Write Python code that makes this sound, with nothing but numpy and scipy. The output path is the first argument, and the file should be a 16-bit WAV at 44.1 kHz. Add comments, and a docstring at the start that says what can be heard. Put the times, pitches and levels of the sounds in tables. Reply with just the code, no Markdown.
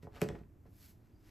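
"""A quiet room, close to a table on which a rubber-faced wooden paddle is laid.
Its edge clicks down, the blade slaps flat and rocks to rest. Hard contacts ring the blade;
padded blows ring paddle and table together, and the table sways.
Then a hand lets go of a cardboard model and brushes along it: grainy friction, two faint squeaks.
Short reverberation and a low room tone lie behind."""
import sys
import numpy as np
from scipy import signal
from scipy.fft import rfft, irfft
from scipy.io import wavfile
from scipy.ndimage import uniform_filter1d

SR = 44100
rng = np.random.default_rng(int(sys.argv[2]) if len(sys.argv) > 2 else 0)


def transcribe(u):
    """Save the signal u as a 16-bit wav file named by the first command-line argument.

    u: samples, shape (n,) or (channels, n), limited to [-1, 1]; the rate is SR.
    q: integer samples, one column per channel.
    """
    v = np.clip(np.atleast_2d(u).T, -1, 1)
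    q = np.round(v * 32767).astype(np.int16)
    wavfile.write(sys.argv[1], SR, q)


N = 57330
BAND_LIMIT_HZ = 15900

# Hard contacts. Each row: start in seconds, level in dB, low and high edge in Hz, decay in seconds.
CONTACTS = [(.0265, -33.5, 1170, 8600, 0.0023), (.069, -10.5, 390, 917, 0.00089),
            (.2085, -18.5, 300, 2210, 0.006), (.2163, -1, 483, 15000, 0.00089),
            (0.2332, -48, 400, 3920, 0.00041), (.2877, -7, 1490, 6650, 0.00055),
            (.300, -18.5, 400, 1720, 0.00067), (.352, -18, 495, 2280, 0.0018),
            (.434, -35.5, 500, 2500, 0.0021), (.653, -26, 248, 860, 0.0034)]
# Contact spectrum. Each row: frequency in Hz, gain in dB.
CONTACT_SPECTRUM = [(150, -20), (600, 4.5), (1000, 1.5), (1500, 1), (2200, -0.5), (3500, -12), (4800, -17),
                    (5700, -9), (6800, -17.5), (7900, -3.5), (9200, -14), (11800, -7.5), (16000, -21)]
# Wooden blade modes. 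Each row: frequency in Hz, level in dB, T60 in seconds.
BLADE_MODES = [(589, -5, 0.075), (662, -5, 0.069), (921.6, -5, 0.16), (1170, -2, 0.036), (2110, -3, 0.01),
               (2370, 4, 0.0096), (2483, 8, 0.017), (3306, -5.5, 0.056)]
def clicks():
    """Each contact is a brief crunch that spreads through the wood, treble first, and rings the blade."""
    out, t = np.zeros(N), np.arange(SR // 2) / SR
    hz = np.fft.rfftfreq(len(t), 1 / SR)
    trim_db, ring_db, dispersion_s = -3, -41, 0.002204
    # Bending waves: delay falls as 1/sqrt(f), offset to zero at the band limit.
    bend_cycles = dispersion_s * (2 * np.sqrt(1000 * hz) - hz * np.sqrt(1000 / BAND_LIMIT_HZ))
    bend = np.exp(-2j * np.pi * bend_cycles)
    for start_s, db, low_hz, high_hz, decay_s in CONTACTS:
        fade = np.exp(-t / decay_s)
        gate = np.exp(-(t / decay_s / 4) ** 4)
        crunch = rng.choice([-1., 1.], len(t)) * fade
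        for _ in range(4):  # flatten the spectrum, keep the burst short
            flat = np.exp(1j * np.angle(rfft(crunch)))
            crunch = irfft(flat, len(t)) * gate
        crunch /= np.linalg.norm(crunch)
        spread = irfft(rfft(crunch) * bend, len(t)) * (t < t[-1] / 2)
        blade = amp(ring_db) * (1 - fade) * ring(BLADE_MODES, t)
        hit = coloured(spread, CONTACT_SPECTRUM) + blade
        band = signal.butter(2, [low_hz, high_hz], "bandpass", fs=SR, output="sos")
        add(out, start_s, amp(trim_db + db) * signal.sosfilt(band, hit))
    return out


# Padded blows. Each row: start in seconds, level in dB, low-pass cutoff in Hz.
BLOWS = [(.032, -17, 192), (0.0443, -22.5, 244), (0.0513, -19.5, 190), (0.0623, -21.5, 172),
         (0.075, -18, 245), (0.2197, -2.5, 780), (0.2247, 1, 710), (0.2458, -14.5, 870), (0.2619, -10, 920),
         (0.276, -19, 600), (.29, -12, 920), (0.3023, -11.5, 720), (.335, -19, 507), (0.348, -13, 357),
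         (0.36, -16.5, 262), (0.414, -25, 201), (.659, -32.5, 402), (.679, -27, 200)]
# Joint modes of paddle and table. Each row: frequency in Hz, level in dB, T60 in seconds.
TABLE_MODES = [(137.3, -12, 0.04), (173, -0.5, .022), (212.3, -18.5, .17), (267, -11, 0.05),
               (338.4, -14, .13), (372, -9.5, 0.031), (417.5, 2, 0.017), (547, -20, 0.033),
               (660, -16.5, 0.013)]
def thuds():
    """Padded blows ring paddle and table together; softer ones favour the lowest modes."""
    out, t = np.zeros(N), np.arange(SR // 2) / SR
    trim_db, rise_s, highpass_hz = -19.5, 0.00095, 85
    knock = (1 - np.exp(-t / rise_s)) * ring(TABLE_MODES, t)
    for start_s, db, cutoff_hz in BLOWS:
        padded = signal.lfilter(*signal.butter(1, cutoff_hz, fs=SR), knock)
        add(out, start_s, amp(trim_db + db) * padded)
    return signal.lfilter(*signal.butter(2, highpass_hz, "highpass", fs=SR), out)


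# Pushes on the table. Each row: start in seconds, level in dB.
PUSHES = [(0.12, -9.5), (0.229, -13), (0.307, 1), (.39, -8), (0.678, -12.5)]
# Slow table modes. Each row: frequency in Hz, level in dB, T60 in seconds.
SLOW_MODES = [(42.5, -52.5, .4), (57.4, -44.5, 0.33), (96.6, -48.5, 0.22)]
def table_sway():
    """The table sways in its slow modes as the paddle touches and settles."""
    out, t = np.zeros(N), np.arange(SR // 2) / SR
    rise_s = 0.0032
    sway = (1 - np.exp(-t / rise_s)) * ring(SLOW_MODES, t)
    for start_s, db in PUSHES:
        add(out, start_s, amp(db) * sway)
    return out


# Rubbing strokes. Each row: peak time, rise and fall in seconds, level in dB, roll-off in dB/octave.
RUBS = [(0.03, 0.0055, 0.018, -64.5, 3.5), (0.161, 0.02, 0.028, -55, 6), (0.228, 0.013, 0.012, -49, 2),
        (0.358, 0.086, 0.044, -62.5, 7.5), (0.666, 0.0079, 0.012, -70.5, 7), (.78, 0.066, 0.051, -72, -3),
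        (0.833, 0.034, 0.048, -62.5, -1.5), (0.896, 0.041, 0.028, -66.5, -3.5),
        (1.085, 0.12, 0.055, -81, 4), (1.282, 0.057, 0.086, -71, 1.5)]
# Friction spectrum. Each row: frequency in Hz, gain in dB.
RUB_SPECTRUM = [(100, -23.5), (400, -4), (1000, -3.5), (1900, 0), (3500, -4), (4500, -1.5), (6700, -5),
                (9000, -6), (11800, 0), (15000, -7.5), (16000, -12.5)]
def rubbing():
    """Skin and rubber slide over card and table: grainy friction that swells and fades."""
    out, t = np.zeros(N), np.arange(N) / SR
    grain_db, grain_s = 2, 0.003
    for peak_s, rise_s, fall_s, db, rolloff in RUBS:
        grain = unit_rms(uniform_filter1d(rng.standard_normal(N), int(grain_s * SR)))
        friction = rng.standard_normal(N) * amp(grain_db * grain)
        spectrum = [(hz, level - rolloff * np.log2(hz)) for hz, level in RUB_SPECTRUM]
        from_peak = (t - peak_s) / np.where(t < peak_s, rise_s, fall_s)
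        swell = np.exp(1 - np.hypot(1, 1.453 * from_peak))  # rounded top, exponential flanks
        out += amp(db) * unit_rms(coloured(friction, spectrum)) * swell
    return out


# Skin on card. Each row: peak time and half length in seconds, pitch in Hz, level in dB.
FINGER_CATCHES = [(1.15, 0.036, 4760, -89), (1.21, 0.04, 5070, -88)]
def squeaks():
    """A finger catches on the card with a thin, fuzzy whistle."""
    out, t = np.zeros(N), np.arange(N) / SR
    hz = np.fft.rfftfreq(N, 1 / SR)
    width_hz = 230
    for peak_s, half_s, pitch_hz, db in FINGER_CATCHES:
        band = np.exp(-(2 * (hz - pitch_hz) / width_hz) ** 2)
        whistle = unit_rms(irfft(rfft(rng.standard_normal(N)) * band, N))
        out += amp(db) * whistle * np.exp(-((t - peak_s) / half_s) ** 2)
    return out


# Table-top reflection, left then right. Each row: delay in seconds, gain in dB.
BOUNCE_PATHS = [(.00032, -12.5), (.00039, -16.5)]
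def table_bounce(x):
    """Direct sound plus one reflection off the table top, on its own path to each microphone port."""
    hz = np.fft.rfftfreq(N, 1 / SR)
    combs = [1 + amp(db) * np.exp(-2j * np.pi * hz * delay_s) for delay_s, db in BOUNCE_PATHS]
    return irfft(rfft(x) * np.array(combs), N)


# Room decay. Each row: frequency in Hz, T60 in seconds.
REVERB_T60 = [(80, .5), (250, 0.48), (600, 0.1521), (2000, 0.27), (6000, 0.2554), (14000, 0.55)]
# Reverberation spectrum. Each row: frequency in Hz, gain in dB.
REVERB_SPECTRUM = [(60, -7), (180, -1), (350, -3), (700, 6), (2000, -1.5), (6000, -3), (14000, -16.5)]
def reverb(x):
    """Dense reflections, strongest early, each band dying at its own speed."""
    trim_db, onset_s, early_db, early_s = -3, 0.0034, 3.5, 0.0067
    hz, t, bands = signal.stft(rng.standard_normal((2, SR)), SR, nperseg=256)
    decay = np.exp(-np.log(1000) * t / curve_at(REVERB_T60, hz)[:, None])
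    early_boost = amp(early_db * np.exp(-t / early_s))
    tail = signal.istft(bands * decay * early_boost, SR)[1]
    fade_in = np.clip(np.arange(tail.shape[1]) / SR / onset_s - .5, 0, 1)
    tail = diffuse(tail * fade_in)
    tail = coloured(tail / np.linalg.norm(tail[0]), REVERB_SPECTRUM)
    return amp(trim_db) * signal.fftconvolve(x[None], tail, axes=1)[:, :N]


# Room tone spectrum. Each row: frequency in Hz, relative density in dB.
TONE_SPECTRUM = [(20, -9), (45, -2.5), (95, 1.5), (160, -11.5), (300, -10), (500, -24.5), (1000, -29.5),
                 (2000, -39), (4000, -49), (8000, -47.5), (12000, -44.5), (14500, -40), (16000, -66.5)]
def room_tone(rms_db=-60.5):
    """Steady low noise with a faint hiss."""
    noise = coloured(rng.standard_normal((2, N + SR)), TONE_SPECTRUM)[:, -N:]
    return amp(rms_db) * unit_rms(diffuse(noise))


# Left-right likeness of diffuse sound. Each row: frequency in Hz, coherence from 0 to 1.
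COHERENCE = [(30, 0.91), (250, 0.95), (700, 0.57), (1100, 0), (2000, 0.99), (4000, 0.99), (7000, 1),
             (8500, 1), (16000, 1)]
def diffuse(pair):
    """Makes two unrelated signals partly alike, as two close ports hear them."""
    size = pair.shape[1]
    a, b = rfft(pair)
    coherence = curve_at(COHERENCE, np.fft.rfftfreq(size, 1 / SR))
    mid, side = a * np.sqrt((1 + coherence) / 2), b * np.sqrt((1 - coherence) / 2)
    return irfft(np.array([mid + side, mid - side]), size)


def amp(db):
    """Decibels to gain."""
    return 10 ** (np.asarray(db) / 20)


def unit_rms(x):
    """Scales to an rms of one."""
    return x / np.sqrt(np.mean(x ** 2) + 1e-20)


def curve_at(points, hz):
    """Interpolates a table on a log frequency axis."""
    knots_hz, values = np.transpose(points)
    return np.interp(np.log(hz + 1), np.log(knots_hz + 1), values)


def add(mix, start_s, sound):
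    """Mixes a sound in at start_s."""
    part = mix[round(start_s * SR):][:len(sound)]
    part += sound[:len(part)]


def coloured(x, spectrum, size=8192):
    """Minimum-phase filter with the given dB curve."""
    log_gain = np.log(amp(curve_at(spectrum, abs(np.fft.fftfreq(size, 1 / SR)))))
    response = np.exp(np.conj(signal.hilbert(log_gain)))
    taps = np.fft.ifft(response).real[:size // 2]
    return np.apply_along_axis(lambda v: signal.fftconvolve(v, taps)[:len(v)], -1, x)


def ring(modes, t):
    """Sum of damped sines."""
    return sum(amp(db) * np.exp(-np.log(1000) * t / t60) * np.sin(2 * np.pi * hz * t)
               for hz, db, t60 in modes)


def scene():
    """Contacts and rubbing, their reverberation, and the room tone."""
    hard = clicks()
    soft = thuds() + table_sway() + rubbing() + squeaks()
    return table_bounce(hard) + soft + reverb(hard + soft) + room_tone()


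# Stereo balance. Each row: frequency in Hz, left minus right in dB.
STEREO_BALANCE = [(30, 0), (80, -1.5), (170, -2.5), (350, -1.5), (700, 0), (1400, 1.8), (2500, 0),
                  (16000, 0.5)]
# Stereo widening. Each row: frequency in Hz, lag of the right channel in radians.
WIDENING_PHASE = [(0, 0), (7300, 0), (8000, 0.2), (8600, 2.08), (9200, 3), (9800, 3.5), (11000, 5),
                  (12000, 6.28), (13000, 8), (14100, 11), (14700, 7.5), (15500, 15.5)]
def record(dry):
    """Slight imbalance, stereo widening (left and right part in phase above 7 kHz), band limit."""
    hz = np.fft.rfftfreq(2 * N, 1 / SR)
    left = amp(curve_at(STEREO_BALANCE, hz) / 2)
    right = np.exp(-1j * curve_at(WIDENING_PHASE, hz)) / left
    widened = irfft(rfft(dry, 2 * N) * np.array([left, right]))[:, :N]
    lowpass = signal.firwin(511, BAND_LIMIT_HZ, window=("kaiser", 9), fs=SR)
    return signal.oaconvolve(widened, lowpass[None], "same")


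dry = scene()
out = record(dry)
transcribe(out)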